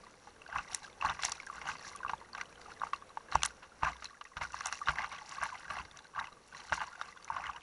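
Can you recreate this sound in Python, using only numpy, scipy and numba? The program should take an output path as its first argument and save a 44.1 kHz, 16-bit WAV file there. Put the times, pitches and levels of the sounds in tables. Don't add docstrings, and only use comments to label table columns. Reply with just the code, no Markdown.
import sys
import numpy as np
from scipy import signal
from scipy.fft import rfft, irfft
from scipy.io import wavfile
from scipy.ndimage import uniform_filter1d
from numba import njit

SR = 44100
rng = np.random.default_rng(int(sys.argv[2]) if len(sys.argv) > 2 else 0)


def unload_audio(sound):
    columns = np.transpose(np.atleast_2d(sound))
    steps = np.round(np.clip(columns, -1, 1) * 32767)
    wavfile.write(sys.argv[1], SR, steps.astype(np.int16))


N = 336042
MS = SR / 1000


def undb(db):
    return 10 ** (np.asarray(db) / 20)


def curves(table):
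    s, *columns = np.transpose(table)
    return [np.interp(np.arange(N) / SR, s, c) for c in columns]


def add(out, s, sound):
    i = max(int(s * SR), 0)
    out[i:i + len(sound)] += sound[:max(N - i, 0)]


def unit(x):
    return x / np.sqrt(np.mean(x ** 2))


def walk(rate):
    k = max(int(SR / rate), 1)
    held = np.repeat(rng.standard_normal(N // k + 1), k)
    smooth = uniform_filter1d(uniform_filter1d(held, k), k)
    return unit(smooth[:N])


def band(x, lo_hz, hi_hz, order=3):
    limits = [lo_hz, min(hi_hz, SR / 2 - 1)]
    return signal.sosfilt(signal.butter(order, limits, "band", fs=SR, output="sos"), x)


def steady(x, span_s):
    k = max(int(span_s * SR), 1)
    power = uniform_filter1d(uniform_filter1d(x ** 2, k), k)
    return x / np.sqrt(np.abs(power) + 1e-9)


def through(x, response):
    return signal.fftconvolve(x, response)[:len(x)]


# (pitch [Hz], width before narrowing [Hz], level before depth scaling [dB])
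CASE_RESONANCES = [(617, 53, -6), (884, 286, -1.5), (1149, 159, 4), (1414, 93, 1), (1585, 190, 1.5),
                   (1990, 430, -5.5), (2735, 354, -6.5), (3870, 1560, -11.5), (5740, 576, -8.5),
                   (6720, 1800, -16), (9230, 1250, -18), (10480, 730, -16.5)]


def case_response(depth, size=2048):
    hz = np.arange(size // 2 + 1) * SR / size
    power = undb(-38.5) ** 2
    for f, width, db in CASE_RESONANCES:
        power = power + undb(db) ** 2 / (1 + ((hz - f) / (0.66 * width)) ** 2) ** 2
    cepstrum = irfft(depth * np.log(power) / 2)
    cepstrum[1:size // 2] *= 2
    cepstrum[size // 2 + 1:] = 0
    return irfft(np.exp(rfft(cepstrum)))[:size // 2]


# (pitch [Hz], relative level [dB])
RIVER_COLOUR = [(25, 8), (55, 11.5), (110, 7.5), (400, 8.5), (500, 13), (620, 7), (1150, 6), (1700, 1),
                (2500, -3.5), (5000, -15)]
# (time [s], level [dB])
RIVER_WASH = [(0, -66), (1.0, -66.5), (1.8, -64.5), (2.6, -65.5), (3.5, -66.5), (4.1, -70.5), (5.0, -70),
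              (5.8, -69), (6.5, -69.5), (7.62, -70)]
FAR_HISS_DB = -72.5


def river(case):
    hz, db = np.transpose(RIVER_COLOUR)
    freqs = np.maximum(np.arange(N // 2 + 1) * SR / N, 1)
    colour = undb(np.interp(np.log(freqs), np.log(hz), db))
    wash = irfft(rfft(rng.standard_normal(N)) * colour, N)
    wash = wash / np.std(band(wash, 250, 560)) * undb(1.2 * walk(14))
    hiss = unit(band(through(rng.standard_normal(N), case), 4000, 18000, order=2))
    return wash * undb(curves(RIVER_WASH)[0]) + hiss * undb(FAR_HISS_DB)


FALL_S, SPRAY_FALL_S = .017, .028
RUNOFF_DB, SPRAY_RUNOFF_DB, RUNOFF_S = -19.5, -15.5, .11


def breaking(t, rise_s, hold_s, fall_s, runoff_db):
    build = np.exp(np.minimum(t, 0) / rise_s)
    after = np.maximum(t - hold_s, 0)
    tail = undb(runoff_db)
    return build * ((1 - tail) * np.exp(-after / fall_s) + tail * np.exp(-after / RUNOFF_S))


SPRAY_LAG_S = .004
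MEDIUM_DB = -55
TRICKLE_GURGLE_SHARE = .52
TRICKLE_DB, TRICKLE_GROWTH = -56.5, 1.2
LAP_WAVER_DB = 2.5
SPATTER_DB = 1.35
# (time [s], gurgle level [dB], spray level [dB])
LAPPING_CURRENT = [(0, -69, -68.5), (.4, -69, -72), (.68, -61, -63), (.94, -68, -73), (1.14, -60, -61),
                   (1.8, -62, -67), (2.2, -69, -75), (2.7, -65, -71), (3.25, -70, -74), (3.7, -68, -73),
                   (3.95, -61, -64), (4.2, -71, -75), (4.55, -62, -65), (5.35, -58, -63), (5.85, -59, -68),
                   (6.38, -73, -75), (6.66, -58, -64), (7.62, -63, -72)]
# (crest time [s], gurgle level [dB], spray level [dB], rise [s], hold [s])
BREAKING_WAVES = [(0.551, -38, -57, .025, .04), (.72, -52, -54, .05, .03), (.83, -55, -58, .012, .012),
                  (1.04, -37, -54, .012, .07), (1.235, -43, -43, .018, .02), (1.29, -53, -56.5, .02, .03),
                  (1.55, -52, -65.5, .015, .08), (1.67, -42, -54, .025, .035), (1.83, -56, -56, .04, .04),
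                  (2.09, -46, -63, .03, .02), (2.39, -47, -61, .04, .025), (2.599, -58, -64, .012, .015),
                  (2.701, -57, -64, .01, .012), (2.83, -50, -63, .04, .035), (2.932, -49, -63, .004, .008),
                  (3.34, -41, -53, .025, .02), (3.441, -46, -53.5, .012, .015), (3.83, -36, -55, .006, .06),
                  (4.041, -58, -60, .03, .012), (4.37, -52, -62, .008, .01), (4.414, -43, -56, .008, .02),
                  (4.534, -54, -57.5, .015, .08), (4.65, -46, -55, .03, .03), (4.721, -51, -53, .01, .012),
                  (4.88, -38, -53, .009, .03), (4.981, -40, -57, .035, .07), (5.121, -53.5, -60, .03, .1),
                  (5.311, -56, -58.5, .03, .07), (5.424, -39, -53.5, .018, .02), (5.53, -48, -62, .03, .03),
                  (5.7, -45, -58, .008, .1), (5.959, -56, -72, .02, .02), (6.179, -41, -63, .02, .05),
                  (6.47, -72, -66, .015, .03), (6.531, -59, -62, .015, .16), (6.725, -42, -51, .008, .012),
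                  (6.81, -40, -58, .015, .015), (7.01, -54, -61, .02, .08), (7.325, -44, -66, .025, .17),
                  (7.565, -51.5, -69, .01, .015)]


def churning(size=2048):
    t = np.linspace(0, N / SR, size)
    low, fine = 0, 0
    for s, db, spray_db, rise, hold in BREAKING_WAVES:
        wave = undb(db) * breaking(t - s, rise, hold, FALL_S, RUNOFF_DB)
        flying = breaking(t - s - SPRAY_LAG_S, rise, hold, SPRAY_FALL_S, SPRAY_RUNOFF_DB)
        low = low + wave ** 2
        fine = fine + (undb(spray_db) * flying) ** 2
    low, fine = curves(np.transpose([t, low, fine]))
    lap_db, lap_spray_db = curves(LAPPING_CURRENT)
    gurgle_db = 10 * np.log10(low + undb(lap_db) ** 2)
    spray_db = 10 * np.log10(fine + undb(lap_spray_db) ** 2)
    waver = LAP_WAVER_DB * walk(25) * undb(.5 * (lap_db - gurgle_db))
    between_db = spray_db + TRICKLE_GURGLE_SHARE * (gurgle_db - spray_db)
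    trickle_db = TRICKLE_DB + TRICKLE_GROWTH * (between_db - MEDIUM_DB)
    return gurgle_db + waver, trickle_db + waver + SPATTER_DB * walk(45), spray_db + waver


# (pitch [Hz], relative level [dB], time to fall by 60 dB [s])
HULL_TONES = [(61, -11.5, 0.49), (78, 1, 0.072), (147, -6, 0.16), (310, -8, 0.026)]
# (time [s], boom peak level [dB], slosh strength before its rise and mix [dB], slosh length [s])
HULL_THUMPS = [(0.554, -55, -57, 0.037), (1.046, -45, -55, 0.066), (1.686, -51, -66, 0.087),
               (2.046, -54, -78, 0.036), (2.132, -49, -71, 0.017), (3.351, -31, -50, 0.029),
               (3.831, -34.5, -57, 0.07), (4.367, -46.5, -61, 0.033), (4.418, -44, -65, 0.062),
               (4.89, -36, -77, 0.04), (5.70, -65, -64, 0.063), (5.796, -69, -58.5, 0.056),
               (6.717, -44, -43, 0.014), (6.81, -55, -76, 0.013)]


def hull(gurgle_db, size=16384):
    t = np.arange(size) / SR
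    boom = np.zeros(size)
    for hz, db, t60 in HULL_TONES:
        boom += undb(db) * np.sin(2 * np.pi * hz * t) * np.exp(-np.log(1000) * t / t60)
    boom = band(boom, 36, 900, order=2)
    shake = unit(through(rng.standard_normal(N), boom))
    slosh = unit(band(rng.standard_normal(N), 130, 205, order=1))
    blows = np.zeros(N)
    surge = undb(-65 + .7 * (gurgle_db + 45))
    for s, boom_db, slosh_db, length in HULL_THUMPS:
        add(blows, s, boom / np.abs(boom).max() * undb(boom_db))
        add(surge, s, undb(slosh_db) * (1 - np.exp(-t / 0.0037)) * np.exp(-t / length))
    return blows + surge * (undb(1.5) * shake + undb(-1.5) * slosh)


# (time [s], level before a fixed cut [dB], brightness [Hz])
CASE_HITS = [(0.7324, -31, 4150), (.747, -16.5, 6400), (1.224, -28, 4830), (1.235, -23, 2700),
             (1.2503, -14, 6000), (1.295, -30, 6000), (1.3198, -20.5, 5000), (1.466, -36, 6100),
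             (1.961, -33.5, 10800), (3.353, -25, 5060), (3.4329, -15.5, 5700), (3.451, -19, 6500),
             (3.4597, -18, 7900), (4.0441, -28, 4750), (4.241, -45.5, 6000), (4.521, -37.5, 5840),
             (4.607, -29.5, 4760), (4.658, -20, 5930), (4.6692, -26, 6850), (4.7266, -22.5, 3950),
             (5.293, -34, 5300), (5.436, -31.5, 8400), (5.9724, -35.5, 5540), (7.2456, -34.5, 5050)]


def case_hits(case, size=1024):
    out, ms = np.zeros(N), np.arange(size) / MS
    for s, db, hz in CASE_HITS:
        burst = rng.standard_normal(size) * (1 - np.exp(-ms / 0.59)) * np.exp(-ms / 1.6)
        sound = through(band(burst, hz, 1.37 * hz, order=1), case)
        sound = band(sound, 2400, 12000, order=2)
        peak = np.sqrt(uniform_filter1d(sound ** 2, size=40).max())
        add(out, s - .0008, sound / peak * undb(db - 9.0))
    return out


@njit
def ring(start, hz, cycles, size, glide):
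    out = np.zeros(N)
    for k in range(len(start)):
        life, phase, first = cycles[k] * SR / hz[k], 0., int(start[k])
        for i in range(min(int(6 * life), N - first)):
            phase += 2 * np.pi * hz[k] * (1 + glide * i / life) / SR
            out[first + i] += size[k] * np.exp(-i / life) * np.sin(phase)
    return out


def bubbles(rate, lo_hz, hi_hz, cycles, spread_db, glide):
    due = np.cumsum(rate) / SR
    when, pitch, life, size = rng.random((int(due[-1]), 4)).T
    start = np.searchsorted(due, when * due[-1]).astype(float)
    hz = lo_hz * (hi_hz / lo_hz) ** pitch
    loudness = undb(-spread_db * np.log(np.maximum(size, .01)))
    return ring(start, hz, cycles * 2 ** (2 * life - 1), loudness, float(glide))


def churn(db, case, lo_hz, hi_hz, rate, cycles, spread_db, rush_db):
    effort = db - np.mean(db)
    crowd = bubbles(rate * undb(.5 * effort), lo_hz, hi_hz, cycles, spread_db, glide=.02)
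    noise = rng.standard_normal(N)
    crowd, noise = [band(through(x, case), 0.88 * lo_hz, 1.044 * hi_hz) for x in (crowd, noise)]
    rush = undb(np.minimum(rush_db - .3 * effort, 3))
    mix = (steady(crowd, 0.037) + rush * unit(noise)) / np.hypot(1, rush)
    return mix * undb(db)


def spray(db, case):
    fizz = churn(db, case, lo_hz=4000, hi_hz=11400, rate=1300, cycles=4.2, spread_db=4.9, rush_db=-10)
    patter = churn(db, case, lo_hz=3700, hi_hz=8000, rate=550, cycles=1.2, spread_db=5, rush_db=-12)
    swells = undb(1.5 * walk(70))
    return (fizz + undb(-2.5) * patter) * swells * undb(-1.82)


def trickle(db, case):
    return churn(db, case, lo_hz=1850, hi_hz=3300, rate=620, cycles=1.9, spread_db=4.9, rush_db=-10)


def gurgle(db, case):
    return churn(db, case, lo_hz=690, hi_hz=1800, rate=400, cycles=2.4, spread_db=4.6, rush_db=-8)


def plop(case, db, hz, length, splat_db, size=2048):
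    ms = np.arange(size) / MS
    rise = np.clip(1.0 - 0.12 * (db + 27), .7, 2.3)
    swell = 1 - np.exp(-(ms / rise) ** 3)
    sag = .92 + 0.152 * np.exp(-ms / 3)
    pocket = np.sin(2 * np.pi * np.cumsum(hz * sag) / SR) * np.exp(-ms / (0.67 * length))
    torn = unit(band(rng.standard_normal(size), 0.42 * hz, 3 * hz, order=2)) * np.exp(-ms / length)
    sound = through(swell * (pocket + undb(splat_db) * torn), case)
    sound = band(sound, 290, 7700, order=2)
    return (rise - 1.366) * MS / SR, sound / np.abs(sound).max() * undb(db + 2.68)


def close_pockets(case, pockets):
    out = np.zeros(N)
    for s, db, hz, length, splat_db in pockets:
        lead, sound = plop(case, db, hz, length, splat_db)
        add(out, s - lead, sound)
    return out


BLIPS_PER_S, BLIP_DB, BLIP_SPREAD_DB = 23, 12.5, 1
BLIP_CROWDING = 0.36
BLIP_LOW_HZ, BLIP_HIGH_HZ, BLIP_DB_PER_OCTAVE = 948, 4780, -0.5
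BLIP_CYCLES, BLIP_SPLAT_DB = 9.4, -9.5


def blips(case, gurgle_db):
    when, pitch, strength = rng.random((int(BLIPS_PER_S * N / SR), 3)).T
    hz = BLIP_LOW_HZ * (BLIP_HIGH_HZ / BLIP_LOW_HZ) ** pitch
    around = gurgle_db[(when * N).astype(int)]
    db = around + BLIP_DB - BLIP_CROWDING * (around - MEDIUM_DB)
    db = db + BLIP_SPREAD_DB * (2 * strength - 1)
    db = db + BLIP_DB_PER_OCTAVE * np.log2(hz / BLIP_LOW_HZ)
    length_ms = BLIP_CYCLES * 1000 / hz
    splat_db = np.full(len(hz), BLIP_SPLAT_DB)
    return close_pockets(case, np.transpose([when * N / SR, db, hz, length_ms, splat_db]))


# (time [s], level before a fixed lift [dB], pitch before its sag [Hz], splat length [ms],
#  splat strength beside the tone [dB])
AIR_POCKETS = [(.066, -45, 1080, 14, -5.5), (.271, -45, 894, 12, -10), (.417, -44, 2760, 2.5, -13),
               (.462, -43.5, 1570, 4.2, -11.5), (.488, -43, 724, 13, -13), (0.5252, -35, 1570, 2.9, -15),
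               (0.5557, -31, 1157, 7.9, -14), (1.0107, -32, 2740, 4.7, -13), (1.0227, -25, 1086, 2.4, -9),
               (1.0466, -21.5, 915, 5.2, -13), (1.0541, -24.5, 1106, 2.7, -20),
               (1.098, -26.5, 1270, 3.7, 0), (1.19, -35, 1190, 8.9, 5), (1.2328, -26, 1800, 1.7, 22),
               (1.283, -34.5, 960, 7.4, -5), (1.322, -36, 1266, 2.2, -6), (1.4, -34.5, 2330, 2.6, -15),
               (1.469, -38, 1700, 4, -10), (1.4985, -34.5, 1220, 2.8, -33), (1.614, -35.5, 2210, 3.8, -4),
               (1.949, -42.5, 1226, 11, -26), (2.003, -40.5, 1100, 13, -16), (2.0308, -34, 1550, 4.6, -14),
               (2.0476, -27.5, 1150, 1.7, -29), (2.062, -32.5, 1180, 3.1, -16),
               (2.081, -40, 2750, 1.5, -19), (2.0934, -27.5, 1080, 4.8, 3), (2.1328, -26, 943, 4.7, -15.5),
               (2.213, -43.5, 1020, 3.4, -15), (2.332, -40.5, 4540, 0.88, -29),
               (2.3482, -32, 1600, 3.9, -2), (2.377, -40, 2300, 2, -14), (2.4111, -29.5, 2100, 2.5, -7),
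               (2.682, -46, 860, 7.4, -13), (2.816, -25.5, 1180, 1, -36), (2.834, -23.5, 1000, 1.5, -28),
               (2.9313, -23, 1137, 3.3, -6), (2.941, -40, 2820, 2.5, -25), (3.021, -41.5, 1160, 5.4, -8),
               (3.171, -29, 933, 3.6, -14), (3.3214, -31, 1190, 2.5, 7), (3.3536, -12, 900, 2.3, -14),
               (3.4197, -31.5, 2400, 2.8, -10), (3.432, -15.5, 2950, 0.87, -8),
               (3.4533, -26.5, 2680, 2.4, 2), (3.626, -43.5, 1430, 18, 13), (3.8311, -18, 946, 4.9, -5.5),
               (3.848, -30.5, 1730, 4, -5), (3.868, -29, 1106, 12, -15), (3.8789, -28.5, 1210, 4.8, -12),
               (4.0228, -38, 1340, 2.7, -3), (4.054, -35, 4200, 3.8, -11.5),
               (4.2101, -35.5, 1234, 4.8, 1.5), (4.251, -42, 1990, 7.2, -6), (4.367, -30, 1450, 7.5, 22),
               (4.411, -30, 1006, 11, -1), (4.4486, -34, 1530, 6, -6), (4.542, -29, 1020, 1.8, -22),
               (4.6068, -30.5, 1540, 1.7, 4), (4.6582, -29, 813, 13, -3.5), (4.724, -25.5, 1310, 0.82, -3),
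               (4.814, -33.5, 1250, 8.7, -27), (4.872, -26, 1133, 1.9, 0), (4.8837, -17.5, 1150, 2.4, 7),
               (4.89, -21, 1430, 5.1, -4), (4.9842, -26, 1860, 1.9, -14), (5.0427, -26, 1270, 2.4, -4),
               (5.1218, -36.5, 1232, 18, 9), (5.2164, -41, 913, 11, -10), (5.3822, -40, 1185, 6.3, -20),
               (5.4276, -27.5, 1160, 2.8, -34), (5.524, -37, 1074, 17, -19), (5.609, -49, 3030, 1.6, -12),
               (5.7009, -33, 1243, 5.5, 6), (5.766, -33.5, 1438, 3.3, -2), (5.7948, -35, 1095, 13, -5),
               (5.851, -42.5, 2270, 4.8, -4), (6.1591, -35, 1100, 5.8, -9), (6.1785, -32, 1160, 2.1, -23),
               (6.189, -28.5, 1390, 3.2, -32), (6.253, -45, 3030, 4.4, -8), (6.27, -40.5, 2670, 2.5, -8),
               (6.547, -40.5, 1970, 2.1, -10), (6.7217, -21.5, 947, 3.8, -3.5),
               (6.7275, -21, 1460, 1.4, -17), (6.776, -33.5, 1010, 6.9, -19), (6.8136, -26, 918, 7.1, -7.5),
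               (7.0124, -25.5, 1360, 2.1, -9), (7.3003, -26, 967, 5.2, -25),
               (7.3629, -29.5, 1125, 8.2, -6.5), (7.4964, -32, 1235, 2.7, -26)]


def plops(case):
    return close_pockets(case, AIR_POCKETS)


def scene():
    gurgle_db, trickle_db, spray_db = churning()
    case = case_response(depth=1.0)
    struck = case_response(depth=0.89)
    background = river(case) + hull(gurgle_db)
    water = spray(spray_db, case) + trickle(trickle_db, case) + gurgle(gurgle_db, case)
    hits = case_hits(struck) + blips(case, gurgle_db) + plops(case)
    return (background + water + hits)[None]


TOP_HZ = 11150


def record(dry):
    return signal.sosfilt(signal.ellip(10, .2, 70, TOP_HZ, fs=SR, output="sos"), dry)


dry = scene()
out = record(dry)
unload_audio(out)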